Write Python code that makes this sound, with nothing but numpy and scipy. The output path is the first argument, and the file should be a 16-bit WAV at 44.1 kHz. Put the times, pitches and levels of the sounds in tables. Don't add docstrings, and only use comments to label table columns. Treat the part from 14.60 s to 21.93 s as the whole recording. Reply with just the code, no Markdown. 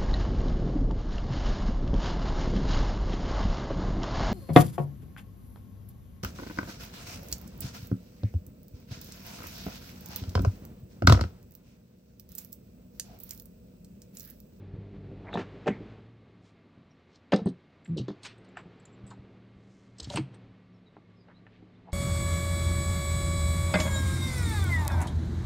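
import sys
import numpy as np
from scipy import signal
from scipy.fft import rfft, irfft
from scipy.io import wavfile
from scipy.ndimage import uniform_filter1d

SR = 44100
rng = np.random.default_rng(int(sys.argv[2]) if len(sys.argv) > 2 else 0)


def output_pcm(signal):
    pcm = np.clip(np.atleast_2d(signal).T, -1, 1) * 32767
    wavfile.write(sys.argv[1], SR, np.round(pcm).astype(np.int16))


N = 323253
T = np.arange(N) / SR
RING_T = T[:SR // 2]


def amp(db):
    return 10 ** (np.asarray(db) / 20)


def unit(x):
    return x / np.sqrt(np.mean(x ** 2) + 1e-20)


def curves(rows):
    s, *columns = np.transpose(rows)
    return [np.interp(T, s, column) for column in columns]


def spectrum_db(points, hz):
    point_hz, db = np.transpose(points)
    return np.interp(np.log(hz + 1), np.log(point_hz + 1), db)


def colour(x, points):
    hz = np.fft.rfftfreq(len(x), 1 / SR)
    return unit(irfft(rfft(x) * amp(spectrum_db(points, hz)), len(x)))


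def add(mix, s, sound):
    part = mix[max(round(s * SR), 0):][:len(sound)]
    part += sound[:len(part)]


def fade(t, t60):
    return np.exp(-np.log(1000) * t / np.maximum(t60, 1e-3))


def drift(per_s):
    slow = np.fft.rfftfreq(N, 1 / SR) < per_s
    return unit(irfft(rfft(rng.standard_normal(N)) * slow, N))


def burst(points, t60, ring_db, ring_t60, uneven_db, rise_s, modes_hz, chatter_db=3):
    hz = np.arange(0, SR / 2, modes_hz)
    uneven = uneven_db * rng.standard_normal(len(hz)).clip(-2, 2)
    woken = np.transpose([hz, spectrum_db(points, hz) + uneven])
    wobble = unit(uniform_filter1d(rng.standard_normal(len(RING_T)), size=80))
    chatter = unit(amp(chatter_db * wobble.clip(-2, 2)))
    noise = colour(chatter * rng.standard_normal(len(RING_T)), woken)
    envelope = fade(RING_T, t60) + amp(ring_db) * fade(RING_T, ring_t60)
    return noise * envelope * (1 - fade(RING_T, rise_s))


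# (time [s], boom level before its trim [dB], boom centre [Hz], crack level [dB], crack centre [Hz])
BLOWS = [(0.165, -41.5, 404, -62, 700), (0.469, -56, 430, -61, 700), (.515, -38, 390, -69, 700),
         (0.729, -47, 507, -34, 1700), (0.741, -29.5, 500, -34, 1290), (.755, -27, 209, -24, 696),
         (0.7727, -27.5, 308, -23.5, 1390), (.788, -31, 415, -31, 1480), (.796, -35, 226, -27.5, 910),
         (.811, -49, 446, -30, 1490), (1.060, -33, 600, -37, 2200), (1.069, -21.5, 536, -33, 1590),
         (1.0765, -35, 340, -21, 2620), (1.081, -30.5, 305, -23.5, 2660), (1.088, -22, 224, -39, 1990),
         (1.102, -28.5, 281.3, -46, 1800), (1.205, -39, 400, -61, 820), (2.175, -48, 192.3, -87, 590),
         (2.722, -22.5, 594, -19.5, 2980), (2.7294, -18, 440, -22.5, 1500), (2.7335, -15, 370, -19, 1800),
         (2.738, -16.5, 229.5, -26, 896), (2.764, -40, 450, -40, 750), (2.789, -36.5, 563, -35, 795),
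         (2.817, -31, 200, -44, 690), (2.859, -20, 220, -32.5, 497), (2.870, -23.5, 300, -32, 690),
         (3.383, -28.5, 383, -49, 1300), (3.400, -27.5, 200, -58, 513), (3.483, -28, 334, -32, 900),
         (3.503, -32.5, 260, -36.5, 700), (3.970, -67, 500, -31, 1380), (4.057, -45, 227, -47, 800),
         (4.510, -68, 405, -41, 1080), (5.398, -46, 400, -44.5, 1400), (5.419, -44, 66, -55, 800),
         (5.473, -35.5, 170, -53, 808), (5.502, -37, 800, -48, 900), (5.535, -36, 700, -34, 1200),
         (5.548, -29, 130, -42, 900), (5.559, -36.5, 300, -23.5, 3200), (5.572, -32, 361, -21.5, 3060),
         (5.577, -53, 600, -44, 1600), (5.585, -26, 256, -51, 1200), (5.603, -30, 113, -63, 800),
         (6.367, -48, 333, -43, 790), (6.684, -55.5, 506, -45.5, 1322), (6.866, -74.5, 503.6, -45.5, 1597),
         (7.025, -47.5, 280, -58, 697.6), (7.281, -55.5, 647, -47.5, 850)]
# (frequency [Hz], relative level [dB], t60 [s])
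TOP_MODES = [(69.3, -13, 0.5), (108.7, -5, 0.15), (131, -2.5, 0.26), (176.7, -4, 0.18), (201.4, 2.5, 0.11),
             (261.2, -4, 0.12), (309, 4.5, 0.09), (354.5, -8, 0.14), (390.3, 3.5, 0.066), (460, 1.5, 0.09),
             (517, -7.5, 0.13), (588.4, 2.5, 0.085), (693, -2.5, 0.066), (766.4, -1, 0.14),
             (940, -6.5, 0.08), (985, -10, 0.047)]
# (frequency [Hz], relative level per Hz [dB])
CRACK_SHAPE = [(250, -10.5), (700, 18), (1100, 7.5), (1750, -1), (2400, 0), (3300, -6), (4800, -23.5),
               (6000, -17), (8000, -19), (10000, -42.5), (14000, -40.5)]
GRIP = 0.013
PLACE_DB = 4.5


def table_top(boom_db=3, below_octaves=0.65, above_octaves=0.45, give_s=0.012, crack_fall_db=3, edge_hz=75):
    out = np.zeros(N)
    hz, db, t60 = np.transpose(TOP_MODES)[:, :, None]
    crack_hz, crack_shape = np.transpose(CRACK_SHAPE)
    bass_cut = signal.butter(2, edge_hz, "high", fs=SR)
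    for s, level, centre, crack, crack_centre in BLOWS:
        octaves = np.log2(hz / centre)
        width = np.where(octaves < 0, below_octaves, above_octaves)
        grip = 1 + GRIP * rng.standard_normal(hz.shape)
        share = amp(db + PLACE_DB * rng.standard_normal(hz.shape)) / (1 + (octaves / width) ** 4)
        modes = share * np.sin(2 * np.pi * hz * grip * RING_T) * fade(RING_T, t60)
        boom = modes.sum(0) * (1 - fade(RING_T, give_s))
        boom = signal.lfilter(*bass_cut, boom)
        add(out, s, amp(level + boom_db) * boom / abs(boom).max())
        shape = np.transpose([crack_hz, crack_shape - crack_fall_db * np.log2(crack_hz / crack_centre) ** 2])
        flash = burst(shape, t60=0.016, ring_db=-17, ring_t60=0.13, uneven_db=2.5, rise_s=0.012, modes_hz=81.8)
        add(out, s, amp(crack) * flash)
    return out


# (frequency [Hz], relative level [dB])
FRAME_MODES = [(1338, -8.5), (1556, -9.5), (1645, -12.5), (1779, -5.5), (2535, -15), (2668, -9),
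               (2908, -10), (4902, -20.5)]


def frame(ring_db=-9, t60=0.047):
    out = np.zeros(N)
    hz, db = np.transpose(FRAME_MODES)[:, :, None]
    for s, _, _, crack, centre in BLOWS:
        share = amp(db + PLACE_DB * rng.standard_normal(hz.shape)) / (1 + np.log2(hz / centre) ** 2)
        ring = (share * np.sin(2 * np.pi * (hz * RING_T + rng.random(hz.shape)))).sum(0)
        add(out, s, amp(crack + ring_db) * ring * fade(RING_T, t60) * (1 - fade(RING_T, .005)))
    return out


# (time [s], leg tube level before its trim [dB], centre of the tube's ring [Hz],
# spring catch level [dB], t60 of the first flash [s])
METAL_HITS = [(0.737, -49.5, 7000, -75, 0.069), (1.069, -43, 6500, -66, 0.034),
              (2.555, -53.5, 5800, -69, 0.036), (2.7198, -21, 3520, -48, 0.016),
              (2.735, -21, 3640, -53, 0.022), (2.760, -24, 4400, -40, 0.014),
              (2.857, -62, 4300, -35.5, 0.0081), (2.865, -43.5, 3700, -83, 0.053),
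              (2.884, -49, 4620, -57.5, 0.052), (3.244, -82, 4360, -62.5, 0.15),
              (3.371, -31, 4640, -51, 0.015), (3.375, -27, 4860, -56, 0.014),
              (3.379, -21, 4400, -56, 0.013), (3.386, -32.5, 3900, -48, 0.024),
              (3.4815, -26.5, 3820, -63, 0.0099), (3.631, -39.5, 4760, -47, 0.034),
              (3.646, -51, 4240, -63, 0.21), (3.78, -82, 4300, -48, 0.012), (3.845, -59, 4300, -68, 0.038),
              (3.886, -70, 5500, -68, 0.042), (3.969, -61, 4800, -60.5, 0.14),
              (4.198, -71, 4300, -61, 0.03), (4.254, -51, 4335, -36, .012), (4.465, -71, 4800, -59.5, 0.19),
              (4.502, -55, 4300, -60.5, 0.098), (5.383, -35.5, 5500, -41.5, 0.022),
              (5.399, -25, 5900, -36, 0.02), (5.428, -39, 6530, -42, 0.033),
              (5.441, -33.5, 4700, -45, 0.035), (5.499, -29.5, 3700, -41.5, 0.024),
              (5.531, -39, 4300, -55, 0.026), (5.558, -20.5, 3200, -16, 0.013),
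              (5.568, -29.5, 5000, -43, 0.041), (5.743, -56, 4300, -54.5, 0.036),
              (7.319, -46.5, 7100, -59, 0.048)]
# (frequency [Hz], relative level per Hz [dB])
TUBE_SHAPE = [(1200, 1), (2200, -16.5), (2800, 4.5), (3200, 4.5), (3700, 6.5), (4300, 7), (4800, 3),
              (5300, 3), (5800, -2.5), (6800, -3.5), (9500, -21.5), (12000, -30.5), (14000, -30.5)]
# (multiple of its pitch, relative level per Hz [dB])
CATCH_SHAPE = [(.68, -25), (.86, -18.5), (.94, 0.5), (1.0, 0), (1.06, -11), (1.13, -22.5), (1.36, -38.5),
               (1.45, -29), (1.54, -32.5), (1.7, -40)]
CATCH_HZ, CATCH_SPREAD = 8360, 0.07


def legs(tube_db=-1.0, tube_fall_db=8):
    out = np.zeros(N)
    tube_hz, tube_shape = np.transpose(TUBE_SHAPE)
    for s, tube, centre, catch, t60 in METAL_HITS:
        shape = np.transpose([tube_hz, tube_shape - tube_fall_db * np.log2(tube_hz / centre) ** 2])
        tube_ring = burst(shape, t60, ring_db=-23.0, ring_t60=0.15, uneven_db=4.0, rise_s=0.029, modes_hz=126.5)
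        add(out, s, amp(tube + tube_db) * tube_ring)
        pitch = CATCH_HZ * (1 + CATCH_SPREAD * rng.uniform(-1.6, 1))
        shape = np.multiply(CATCH_SHAPE, [pitch, 1])
        catch_ring = burst(shape, t60, ring_db=-31.5, ring_t60=0.14, uneven_db=5, rise_s=.017, modes_hz=126.6)
        add(out, s, amp(catch) * catch_ring)
    return out


# (time of the height [s], half length [s], level [dB], centre [Hz], width [octaves])
SCUFFS = [(0.683, 0.014, -49, 1940, 0.22), (0.687, 0.036, -47, 597, 0.76), (.742, 0.0044, -42, 3650, 0.12),
          (0.75, 0.023, -54, 3680, 0.17), (.797, 0.03, -47, 1360, 1.09), (1.123, 0.031, -51, 2020, 0.14),
          (1.871, 0.038, -72, 2980, 1.2), (2.546, 0.036, -70.5, 3850, 0.58),
          (3.26, 0.0045, -54.5, 2080, 0.61), (3.659, 0.015, -43, 2060, 1.47),
          (3.696, 0.032, -55, 2140, 0.75), (3.987, 0.02, -49, 1170, 0.85),
          (4.523, 0.014, -51.5, 1000, 0.39), (5.179, 0.14, -77.5, 5950, 0.63),
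          (5.453, 0.058, -60.5, 1810, 1.3), (5.537, 0.036, -48, 2400, 3.1),
          (5.599, 0.051, -64.5, 2230, 0.36), (5.746, 0.02, -60.5, 498, 1.6),
          (6.711, 0.018, -61, 1272, 0.42), (6.955, 0.036, -67, 2359, 0.59), (7.289, 0.02, -53.5, 791, .32)]
SLIPS_PER_S, FIRM_DB = 2000, -57
SLIP_GROWTH = 0.28


def scrapes(grain_db=0.5, skirt_db=-45, top_hz=8500):
    out = np.zeros(N)
    t = T[:SR] - 1 / 2
    hz = np.fft.rfftfreq(SR, 1 / SR)
    for s, length, db, centre, octaves in SCUFFS:
        per_s = SLIPS_PER_S * amp(SLIP_GROWTH * (db - FIRM_DB))
        sizes = amp(grain_db * np.minimum(rng.exponential(1, SR), 4))
        slips = rng.choice([-1, 1], SR) * sizes * (rng.random(SR) < per_s / SR)
        band = np.exp(-(np.log2((hz + 1) / centre) / octaves) ** 2 / 2)
        band += amp(skirt_db) / (1 + hz / centre)
        rubbed = irfft(rfft(slips) * band / (1 + (hz / top_hz) ** 8), SR)
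        add(out, s - 1 / 2, amp(db) * unit(rubbed) / np.cosh(t / length) ** 2)
    return out


# (time [s], slips per second, level [dB], step from one overtone to the next [dB])
HINGE_JUDDER = [(3.278, 195, -50, -16), (3.299, 157, -31.5, -16), (3.325, 172, -29.5, -20.5),
                (3.353, 164, -33, -20), (3.371, 144, -37, 0.5), (3.391, 139, -31.5, 4),
                (3.412, 140, -70, -4)]


def hinge(rough=0.25, slip=0.35):
    hz, db, overtone_db = curves(HINGE_JUDDER)
    turn = 2 * np.pi * np.cumsum(hz) / SR + slip * drift(76)
    shares = amp(overtone_db * np.arange(3)[:, None])
    tones = shares * np.sin(np.arange(1, 4)[:, None] * turn)
    shake = np.sqrt(2) * tones.sum(0) / np.linalg.norm(shares, axis=0)
    juddering = (T > HINGE_JUDDER[0][0]) * (T < HINGE_JUDDER[-1][0])
    return amp(db) * shake * (1 + rough * drift(78)) * juddering


# (time [s], speed [turns per second], exhaust level [dB], load [0-1])
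ENGINE_COURSE = [(0, 33, -47.5, 0.97), (.73, 32.6, -48, 1), (1.0, 33.7, -54, 1), (1.25, 36.2, -50, 0.93),
                 (1.55, 37.8, -57.5, 0.73), (1.8, 35.8, -64, 0.1), (2.4, 29, -71, 0), (3.2, 30, -71, 0),
                 (3.7, 37, -61.5, 0.22), (4.04, 37.6, -61, 0), (4.28, 35.3, -64, 0.08),
                 (4.46, 39.5, -55, 0), (4.77, 37.7, -59, 0), (5.15, 39, -63, 0.01), (5.75, 38, -57, 0.08),
                 (6.4, 35.6, -65.5, 0), (7.0, 36.3, -60.5, 0), (7.33, 36, -62, 0)]
# (multiple of the engine speed, relative level under load [dB], running light [dB])
EXHAUST_TONES = [(1, -41, -16), (1.5, -8.5, -36.5), (2, -29.5, -16), (3, -1.5, -0.5), (4, -20.5, -14),
                 (4.5, -8.5, -32), (5, -20, 0.5), (6, -6, -18.5), (7, -25.5, -8.5), (9, -15, -25),
                 (12, -12.5, -20.5)]
# (frequency [Hz], relative level [dB])
PIPE_SHAPE = [(22, -44.5), (38, -10.5), (50, -8), (74, -12), (98, -1.5), (112, 2), (148, -9.5), (190, -0.5),
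              (228, -18.5), (265, -4.5), (320, -14), (390, -12), (460, -16.5), (600, -30), (900, -47),
              (1500, -56.5), (6000, -90.5)]
# (time [s], peak level [dB])
EXHAUST_POPS = [(0.14, -34.5), (0.189, -33.5), (0.384, -39), (0.500, -32.5), (4.443, -37.5), (4.599, -39),
                (4.968, -43.5)]
FIRINGS_PER_TURN = 3


def engine(waver_db=1.0, wander=0.081, rough_db=-4, pop_s=0.0022):
    speed, level, load = curves(ENGINE_COURSE)
    turns = np.cumsum(speed) / SR
    tones = np.zeros(N)
    for multiple, loaded, light in EXHAUST_TONES:
        tone_db = light + load * (loaded - light) + waver_db * drift(5.9)
        cycles = multiple * turns + rng.random() + wander * drift(4.6)
        tones += amp(tone_db) * np.sqrt(2) * np.sin(2 * np.pi * cycles)
    firings = np.diff(np.floor(FIRINGS_PER_TURN * turns), prepend=0) * rng.standard_normal(N)
    out = amp(level) * (tones + amp(rough_db) * colour(firings, PIPE_SHAPE))
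    for s, db in EXHAUST_POPS:
        u = (T - s) / pop_s
        out += amp(db) * (1 - u ** 2) * np.exp(-u ** 2 / 2)
    return out


# (time [s], level [dB])
HISS_COURSE = [(0, -67.5), (.55, -64.5), (.85, -57.5), (1.3, -59.5), (1.55, -70), (3.1, -68.5), (3.8, -63),
               (4.5, -64.5), (5.2, -71), (5.8, -66), (6.1, -72), (7.33, -69.5)]
# (frequency [Hz], relative level per Hz [dB])
ROAR_SHAPE = [(30, -15.5), (110, 3), (250, 0), (400, 2), (560, -6), (800, -12.5), (1500, -60.5),
              (4000, -74)]
# (frequency [Hz], relative level per Hz [dB])
HISS_SHAPE = [(300, 3.5), (800, 5.5), (1300, 3.5), (2400, 0.5), (4300, -8.5), (5500, -18.5), (7500, -26),
              (10000, -47)]
LOADED_DB = -46.5
ROAR_DB, ROAR_GROWTH = 10.5, 0.48


def rush(throb_db=2.0, waver_db=0.7):
    hiss_db, = curves(HISS_COURSE)
    _, exhaust_db, _ = curves(ENGINE_COURSE)
    roar_db = hiss_db + ROAR_DB + ROAR_GROWTH * (exhaust_db - LOADED_DB)
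    roar = amp(roar_db + throb_db * drift(20)) * colour(rng.standard_normal(N), ROAR_SHAPE)
    hiss = amp(hiss_db + waver_db * drift(15)) * colour(rng.standard_normal(N), HISS_SHAPE)
    return roar + hiss


# (time [s], length [s], start [Hz], middle [Hz], end [Hz], level before the flutter [dB])
BIRD_CALLS = [(2.301, 0.024, 5700, 5640, 5380, -72), (4.313, 0.047, 7700, 7570, 7200, -72),
              (6.125, 0.063, 5700, 5415, 5206, -81), (6.256, 0.037, 3980, 3850, 3620, -65.5),
              (6.55, 0.082, 5250, 5070, 4996, -76), (6.579, 0.071, 4450, 4940, 4630, -72.5),
              (6.735, 0.071, 3650, 4040, 4100, -70.5), (7.151, 0.041, 3240, 3790, 4350, -73.5)]


def birds(waver=0.014, flutter_db=3):
    out = np.zeros(N)
    wobble = drift(200)
    flutter = amp(flutter_db * drift(70))
    for s, length, *pitches, db in BIRD_CALLS:
        u = np.linspace(0, 1, int(length * SR))
        hz = np.interp(u, [0, 1 / 2, 1], pitches) * (1 + waver * wobble[int(s * SR):][:len(u)])
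        add(out, s, amp(db) * np.sin(np.pi * u) * np.sin(2 * np.pi * np.cumsum(hz) / SR))
    return out * flutter + scatter(out, wet_db=-5, t60=0.2)


# (frequency [Hz], level [dB])
FAR_WHINES = [(1160, -81), (2150, -83)]


def whines(width_hz=35):
    out = np.zeros(N)
    for hz, db in FAR_WHINES:
        angle = 2 * np.pi * hz * T
        out += amp(db) * unit(drift(width_hz) * np.sin(angle) + drift(width_hz) * np.cos(angle))
    return out


# (frequency [Hz], relative level per Hz [dB])
AIR_SHAPE = [(25, -20.5), (60, -8), (110, 0), (240, 5), (400, -5.5), (650, -8), (900, -22.5), (1170, -19),
             (1450, -31), (1950, -17.5), (2150, -24), (2400, -27.5), (4000, -23.5), (5500, -36),
             (8000, -44), (14000, -60.5)]


def air(level_db=-63.5):
    return amp(level_db) * colour(rng.standard_normal(N), AIR_SHAPE)


def scatter(x, wet_db=-20, t60=0.39, dull_hz=5200):
    tail = rng.standard_normal(len(RING_T)) * fade(RING_T, t60) * (1 - fade(RING_T, 0.019))
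    tail = signal.lfilter(*signal.butter(2, dull_hz, fs=SR), tail / np.linalg.norm(tail))
    return amp(wet_db) * signal.fftconvolve(x, tail)[:N]


def scene():
    table = table_top() + frame() + legs() + scrapes() + hinge()
    mid = table + scatter(table) + engine() + rush() + birds() + whines() + air()
    side = scatter(table, wet_db=-52.5, t60=0.0707) + amp(-45.0) * air()
    return np.array([mid + side, mid - side])


def record(dry, edge_hz=14100):
    low_pass = signal.firwin(511, edge_hz, window=("kaiser", 9), fs=SR)
    return signal.oaconvolve(dry, low_pass[None], "same")


dry = scene()
out = record(dry)
output_pcm(out)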